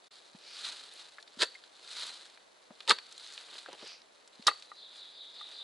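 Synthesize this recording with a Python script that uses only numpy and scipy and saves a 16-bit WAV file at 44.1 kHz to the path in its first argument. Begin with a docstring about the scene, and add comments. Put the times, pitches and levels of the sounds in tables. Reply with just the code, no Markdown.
"""A pine forest: a steel spade with a wooden handle chops three times into a clay bank.
Each chop shears grit, packs clay and breaks roots in a few jolts; the blade rings, the handle knocks.
In between, loose soil slides and trickles over dry leaves, and twigs snap. The digger's jacket
swishes and flaps. Air rushes in the treetops; a distant songbird starts up near the end."""
import sys
import numpy as np
from scipy import signal
from scipy.fft import rfft, irfft
from scipy.io import wavfile

SR = 44100
rng = np.random.default_rng(int(sys.argv[2]) if len(sys.argv) > 2 else 0)


def master_out(mix):
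    """Clip the mix to full scale and print it as 16-bit PCM to the path in sys.argv[1]."""
    frames = np.transpose(np.atleast_2d(mix))
    ceiling = np.clip(frames, -1, 1)
    pcm = np.round(ceiling * 32767).astype(np.int16)
    wavfile.write(sys.argv[1], SR, pcm)


N = 248283
TIME = np.arange(N) / SR
BRIEF = TIME[:8192]

# spade strokes: (contact [s], hardest cut [s], relative cutting level [dB], deepest point [s],
# relative packing level [dB], clank pitch [Hz], clank re packing [dB], thud re packing [dB])
CHOPS = [(1.389, 1.429, -24, 1.431, -29, 1440, -1.5, -7), (2.877, 2.91, -22, 2.912, -23, 863, -9, -10.5),
         (4.467, 4.477, -22, 4.487, -26.5, 1240, -3, -15)]


def from_db(db):
    return 10 ** (np.asarray(db) / 20)


def rms_one(x):
    return x / np.sqrt(np.mean(x ** 2) + 1e-20)


def drift(rate_hz):
    """Smooth random signal, rms 1."""
    knots = rng.standard_normal(4096)
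    return rms_one(np.interp(TIME * rate_hz, np.arange(len(knots)), knots))


def colour(x, spectrum):
    """Unit-energy minimum-phase filter from (frequency [Hz], level [dB]) rows."""
    hz, db = np.transpose(spectrum)
    grid_hz = np.linspace(1, SR / 2, 1025)
    cepstrum = irfft(np.log(from_db(np.interp(np.log(grid_hz), np.log(hz), db))))
    cepstrum[1:1024] *= 2
    cepstrum[1025:] = 0
    response = irfft(np.exp(rfft(cepstrum)))
    return signal.fftconvolve(x, response / np.linalg.norm(response))[:len(x)]


def resonate(x, hz, width_hz):
    """Band resonance, peak gain 1."""
    q = hz / min(width_hz, SR / 4)
    return signal.lfilter(*signal.iirpeak(min(hz, SR / 3), q, fs=SR), x + 1e-18)


def low_cut(x, hz):
    return signal.sosfilt(signal.butter(4, hz, "high", fs=SR, output="sos"), x + 1e-18)


def ringing(modes):
    """Decaying sines after one blow."""
    t = TIME[:SR // 2]
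    return sum(from_db(db - 60 * t / t60_s) * np.sin(2 * np.pi * hz * t) for hz, db, t60_s in modes)


def place(rows, sound):
    """One sound(*args) per (time [s], peak [dB], *args) row."""
    out = np.zeros(N)
    for time_s, db, *args in rows:
        at = int(time_s * SR)
        wave = sound(*args)[:N - at]
        out[at:at + len(wave)] += from_db(db) * wave / np.abs(wave).max()
    return out


def grains(per_s, spread_db):
    """Random micro-fractures of uneven size, rms 1."""
    sizes = from_db(spread_db * np.minimum(rng.exponential(1, N), 4)) * rng.choice([-1, 1], N)
    return rms_one(sizes * (rng.random(N) < per_s / SR) / np.sqrt(per_s))


def fracture(hz, width_ratio, splinter, decay_s):
    """One break and a fast-dying spray of splinters in a broad resonance."""
    force = splinter * rng.standard_normal(len(BRIEF)) * np.exp(-BRIEF / decay_s)
    force[0] += 1
    return resonate(force, hz, hz * width_ratio)


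def scatter(x, t60_s, onset_s):
    """Dense reflections: two independent unit-energy tails."""
    t = TIME[:SR * 2]
    echoes = rng.standard_normal((2, len(t))) * from_db(-60 * t / t60_s) * (1 - np.exp(-t / onset_s))
    echoes /= np.linalg.norm(echoes, axis=1, keepdims=True)
    return signal.fftconvolve(x[None], echoes, axes=1)[:, :N]


def forest_air():
    """Soft, steady rush in the treetops."""
    # air spectrum: (frequency [Hz], level [dB])
    spectrum = [(25, -19), (60, -21.5), (130, -15), (220, -8), (400, 0.5), (600, 2.5), (1200, -3),
                (2600, -8), (4100, -16), (5600, -13.5), (11000, -20)]
    mid, side = [colour(rng.standard_normal(N), spectrum) for _ in range(2)]
    return from_db(-65.5) * (mid + from_db(0.5) * side * [[1], [-1]])


def bird():
    """A thin note, then a raspy syllable repeated ever louder, smeared by the trunks."""
    # held note: (start [s], length [s], start pitch [Hz], end pitch [Hz], relative level [dB])
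    opening = (4.6, .15, 4080, 3950, -59)
    # syllable's notes: (delay [s], length [s], start pitch [Hz], end pitch [Hz], relative level [dB])
    syllable = [(0, .08, 4750, 4100, -9), (.03, .11, 3900, 3600, 0)]
    first_s, period_s, step_db = 4.722, .194, 1.17
    opening_rasp, syllable_rasp = .025, .066   # rms flutter / pitch
    notes = [(*opening, opening_rasp)]
    for k in range(5):
        for delay_s, *glide, db in syllable:
            start_s = first_s + k * period_s + delay_s
            notes.append((start_s, *glide, db - 48.5 + k * step_db, syllable_rasp))
    song, flutter = np.zeros(N), drift(600)
    for start_s, length_s, start_hz, end_hz, db, rasp in notes:
        along = np.clip((TIME - start_s) / length_s, 0, 1)
        hz = (start_hz + (end_hz - start_hz) * along) * (1 + rasp * flutter)
        envelope = from_db(db) * np.sqrt(4 * along * (1 - along))
        song += envelope * np.sin(2 * np.pi * np.cumsum(hz) / SR)
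    mid, side = from_db(2) * scatter(song, t60_s=0.87, onset_s=0.00048)
    return mid + from_db(-18) * side * [[1], [-1]]


def digger():
    """Cloth rubs on cloth; soft contacts give a few damped cycles."""
    # jacket swishes: (centre [s], Gaussian sigma [s], level [dB])
    swishes = [(0.522, 0.069, -53.5), (3.898, 0.054, -50)]
    # cloth friction spectrum: (frequency [Hz], level [dB])
    cloth = [(500, -26), (1500, -18), (2500, -2.5), (3700, -6), (4800, 3.5), (6100, -8.5), (7200, -21.5),
             (11000, -34)]
    # cloth and boot bumps: (time [s], peak [dB], pitch [Hz])
    thumps = [(.347, -46, 191), (1.371, -48, 228), (2.705, -48, 212), (2.918, -43.5, 214),
              (4.394, -46.5, 218)]
    swing = sum(from_db(db) * np.exp(-((TIME - s) / sigma_s) ** 2 / 2) for s, sigma_s, db in swishes)
    pulse = BRIEF * np.exp(-BRIEF / .003)
    bumps = place(thumps, lambda hz: resonate(pulse * np.sin(2 * np.pi * hz * BRIEF), hz * 2, hz * 1.1))
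    return swing * colour(rng.standard_normal(N), cloth) + bumps


def surge(peak_s, db, rise_s, fall_s):
    """Gain of one slide: sharp crest, long skirts, 22.5 dB down at rise_s before and fall_s after."""
    away = np.maximum((peak_s - TIME) / rise_s, (TIME - peak_s) / fall_s)
    return from_db(db - 22.5 * away ** 0.9)


def sliding():
    """Leaf and earth gains, set by the strongest slide; each chop also stirs some soil."""
    # soil pushed by blade or boot: (crest [s], leaf gain [dB], earth gain [dB], rise [s], fall [s])
    slides = [(.14, -68, -70, 0.26, 1.0), (.665, -52, -54, 0.31, 0.41), (.99, -61, -60, 0.44, 0.36),
              (2.015, -50, -52, 0.28, .33), (3.3, -61, -62, 0.8, 1), (3.57, -60, -55.5, 0.75, 0.29),
              (3.87, -63, -53, 0.56, 0.15), (4.97, -68.5, -62.5, 0.27, 0.48), (5.52, -66, -58, 0.63, 0.55)]
    slides = list(slides) + [(cut_s, -67, -64.5, 0.45, 0.84) for _, cut_s, *_ in CHOPS]
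    inertia = 1.36   # heavy earth starts and stops more slowly
    leaf_gains = [surge(s, db, rise_s, fall_s) for s, db, _, rise_s, fall_s in slides]
    earth_gains = [surge(s, db, rise_s * inertia, fall_s * inertia) for s, _, db, rise_s, fall_s in slides]
    trickle_floor = from_db(-78.5)
    return np.maximum(np.max(leaf_gains, axis=0), trickle_floor), np.max(earth_gains, axis=0)


def crumbs(leaf_gain):
    """Small random breaks, louder as the slide grows."""
    per_s, centre_hz, spread_oct, spread_db = 20, 5800, 0.55, 2.5
    at = np.flatnonzero(rng.random(N) < per_s / SR)
    size, pitch = rng.standard_normal((N, 2))[at].T
    peak_db = 20 * np.log10(leaf_gain[at]) + 21 + spread_db * size
    breaks = zip(TIME[at], peak_db, centre_hz * 2 ** (spread_oct * pitch))
    return place(breaks, lambda hz: resonate(fracture(hz, 0.7, splinter=0.14, decay_s=0.0014), hz, hz))


def clods():
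    """Clods and soles land on loose earth."""
    # landings: (time [s], peak [dB], centre [Hz])
    landings = [(.348, -53, 705), (2.033, -46.5, 970), (2.706, -46, 606), (3.684, -37.5, 485),
                (3.729, -38.5, 550), (3.825, -42, 442)]
    hits = place(landings, lambda hz: resonate(fracture(hz, 0.55, splinter=1, decay_s=0.012), hz, hz * 3))
    return low_cut(hits, 150)


def twigs():
    """Twigs snap and splinter."""
    # snaps: (time [s], peak [dB], centre [Hz])
    snaps = [(.6495, -26.5, 4060), (.6605, -35, 3870), (.694, -36, 3800), (1.1835, -36, 1770),
             (1.227, -37.5, 5200), (1.277, -40, 4100), (1.6385, -39, 3500), (2.022, -26.5, 4120),
             (2.3745, -41.5, 2090), (2.805, -31.5, 2960), (2.986, -29, 3000), (3.125, -33.5, 6460),
             (3.179, -34, 6940), (3.198, -37.5, 4060), (3.2633, -36.5, 4000), (3.324, -38, 7000),
             (3.3775, -28.5, 2780), (3.583, -32.5, 3800), (3.661, -35, 1600), (3.7294, -36.5, 5600),
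             (4.018, -43, 4750), (4.276, -42, 7000), (4.424, -42, 4540), (4.6235, -36.5, 4730)]
    # twig spectrum: (frequency [Hz], level [dB])
    spectrum = [(300, -3.5), (1500, 5.5), (2700, -2), (4000, 6), (5800, -8.5), (11000, -11)]
    return place(snaps, lambda hz: colour(fracture(hz, 0.47, splinter=0.22, decay_s=0.0028), spectrum))


def loose_soil():
    """Soil runs over dry leaves: the faster the slide, the denser the crackle."""
    # dry leaf spectrum: (frequency [Hz], level [dB])
    crackle = [(400, -33), (1400, -10), (2700, -13), (3400, -4.5), (3950, 0), (4600, -4), (5600, -15),
               (7700, -15), (11000, -23)]
    # sliding earth spectrum: (frequency [Hz], level [dB])
    rustle = [(80, -34.5), (180, -16.5), (350, -4), (600, -2.5), (950, -0.5), (1420, -3.5), (2200, -3),
              (3200, 3), (8000, -46)]
    leaf_gain, earth_gain = sliding()
    per_s = 900 + 6000 * leaf_gain / leaf_gain.max()
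    leaves = leaf_gain * colour(grains(per_s, spread_db=1.5), crackle) * from_db(11 + 1.77 * drift(90))
    earth = from_db(-1.5) * earth_gain * colour(grains(2000, spread_db=6.5), rustle)
    return leaves + earth + clods() + twigs() + crumbs(leaf_gain)


def handle():
    """Wood knocks in the steel socket and squeaks briefly."""
    # handle modes: (frequency [Hz], level [dB], t60 [s])
    modes = [(836, -10.5, 0.041), (1226, -4.5, 0.034), (1350, -7, 0.025), (1907, -2.5, 0.027)]
    # socket knocks: (time [s], peak [dB])
    knocks = [(4.4817, -11.5), (4.5135, -30), (4.7168, -36), (5.4115, -38.5)]
    # handle squeaks: (time [s], peak [dB], pitch [Hz])
    squeaks = [(1.184, -45, 1750), (1.548, -41, 2120)]

    def squeak(hz):
        rub = BRIEF * np.exp(-BRIEF / .003) * rng.standard_normal(len(BRIEF))
        return resonate(resonate(rub, hz, 150), hz, 600)

    return place(knocks, lambda: resonate(ringing(modes), 1180, 610)) + place(squeaks, squeak)


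def buried_spade(force):
    """Spade resonances, heavily damped by clay."""
    # buried modes: (frequency [Hz], bandwidth [Hz], gain [dB])
    modes = [(395, 140, -9.5), (545, 24, -5), (630.5, 8.1, -3.5), (990, 45, -1), (1134, 59, -7.5),
             (1292, 38, 3.5), (1535, 15, -1), (1875, 163, 0), (2210, 23, -1), (2652, 79, 0),
             (3790, 42, -0.5), (3900, 89, -6)]
    return sum((-1) ** k * from_db(db) * resonate(force, hz, width_hz)
               for k, (hz, width_hz, db) in enumerate(modes))


def thrust(contact_s, peak_s, db, rise_db_per_s, fall_db_per_s):
    """Force builds with depth, collapses as the blade stalls, and tails off as the cut settles."""
    rise_db = db - rise_db_per_s * np.maximum(peak_s - TIME, 0)
    after_s = np.maximum(TIME - peak_s, 0)
    stall_db = -fall_db_per_s * after_s
    settle_db = -20.5 - 263 * after_s
    return (TIME >= contact_s) * from_db(rise_db + np.maximum(stall_db, settle_db))


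def cutting():
    """The edge shears through grit."""
    # grit-on-steel spectrum: (frequency [Hz], level [dB])
    spectrum = [(30, -81), (120, -35), (350, -30.5), (1500, -5), (2400, -16), (3200, 1.5), (3850, 7),
                (4400, 4), (5200, -7), (5900, -10.5), (7500, -8.5), (11000, -19)]
    force = sum(thrust(contact_s, cut_s, db, rise_db_per_s=500, fall_db_per_s=952)
                for contact_s, cut_s, db, *_ in CHOPS)
    return from_db(0.5) * force * colour(grains(7700, spread_db=3.5), spectrum)


def packing():
    """The blade packs the clay: the bank takes the load, the clay thuds, the wedged steel clanks."""
    push = grains(5000, spread_db=0.5)

    def note(hz, width_hz):
        return rms_one(resonate(resonate(push, hz, width_hz), hz, hz))

    spade = from_db(-1) * rms_one(low_cut(buried_spade(push), 255))
    ground = from_db(-35) * rms_one(resonate(push, 103, 70))
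    out = np.zeros(N)
    for contact_s, _, _, deepest_s, db, clank_hz, clank_db, thud_db in CHOPS:
        force = thrust(contact_s, deepest_s, db, rise_db_per_s=585, fall_db_per_s=1097)
        clank = from_db(clank_db) * note(clank_hz, 0.18 * clank_hz)
        thud = from_db(thud_db) * note(443, 220)
        out += force * (spade + ground + clank + thud)
    return out


def blade_ring():
    """The steel rings from each hardest cut; chattering soil flutters the level."""
    # free blade modes: (frequency [Hz], level [dB], t60 [s])
    modes = [(1992, -19, .35), (3895, -13, .45), (4118, -17, .45), (4250, -18, .5), (4488, -1, .34),
             (4522, -7, .4), (4555, -11, .3), (4760, -21, .28), (7854, -28, .2)]
    blows = [(cut_s, db - 10) for _, cut_s, db, *_ in CHOPS]
    chatter_db = 2.6 * drift(160)
    return place(blows, lambda: ringing(modes)) * from_db(chatter_db)


def roots():
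    """Roots and stones give way under the edge; each crack rings the buried spade."""
    # jolts: (time [s], peak [dB], centre [Hz])
    jolts = [(1.4104, -19, 4000), (1.4198, -12.5, 4400), (1.4203, -24.5, 416), (1.4210, -20, 2650),
             (1.4330, -14, 4187), (2.8772, -20.5, 2980), (2.8957, -8, 6200), (2.9058, -6.5, 2620),
             (2.9064, -15, 610), (2.9107, -8.5, 1090), (2.9180, -11, 3670), (4.4700, -4.5, 6040),
             (4.4795, -14.5, 3700)]
    # breaking root spectrum: (frequency [Hz], level [dB])
    spectrum = [(200, -31), (360, -17), (750, -10), (1400, -5.5), (4300, 6.5), (5200, 5), (5900, -11),
                (7500, -2.5), (11000, -3)]

    def jolt(hz):
        crack = resonate(fracture(hz, 0.53, splinter=0.33, decay_s=0.00035), hz, hz * 2.8)
        return colour(crack + from_db(3) * buried_spade(crack), spectrum)

    return place(jolts, jolt)


def scene():
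    """Digging heard directly, off the near bank and faintly off the trees; bird and air behind."""
    # tree echo spectrum: (frequency [Hz], level [dB])
    bark = [(100, -11), (1200, -7), (4500, -10), (7000, -6), (11000, -6.5)]
    chops = cutting() + packing() + blade_ring() + roots()
    work = chops + handle() + loose_soil() + digger()
    bank = from_db(-12) * scatter(work, t60_s=0.028, onset_s=0.0026)
    trees = from_db(-29.5) * scatter(colour(work, bark), t60_s=0.6, onset_s=0.0069)
    return work + bank + trees + bird() + forest_air()


def record(dry):
    """The level dips briefly near the start; steep low-pass at 11.1 kHz."""
    dip = np.interp(TIME, [.075, .085, .106, .111], [1, .02, .02, 1])
    return signal.sosfilt(signal.cheby1(16, .3, 11100, fs=SR, output="sos"), dry * dip)


dry = scene()
out = record(dry)
master_out(out)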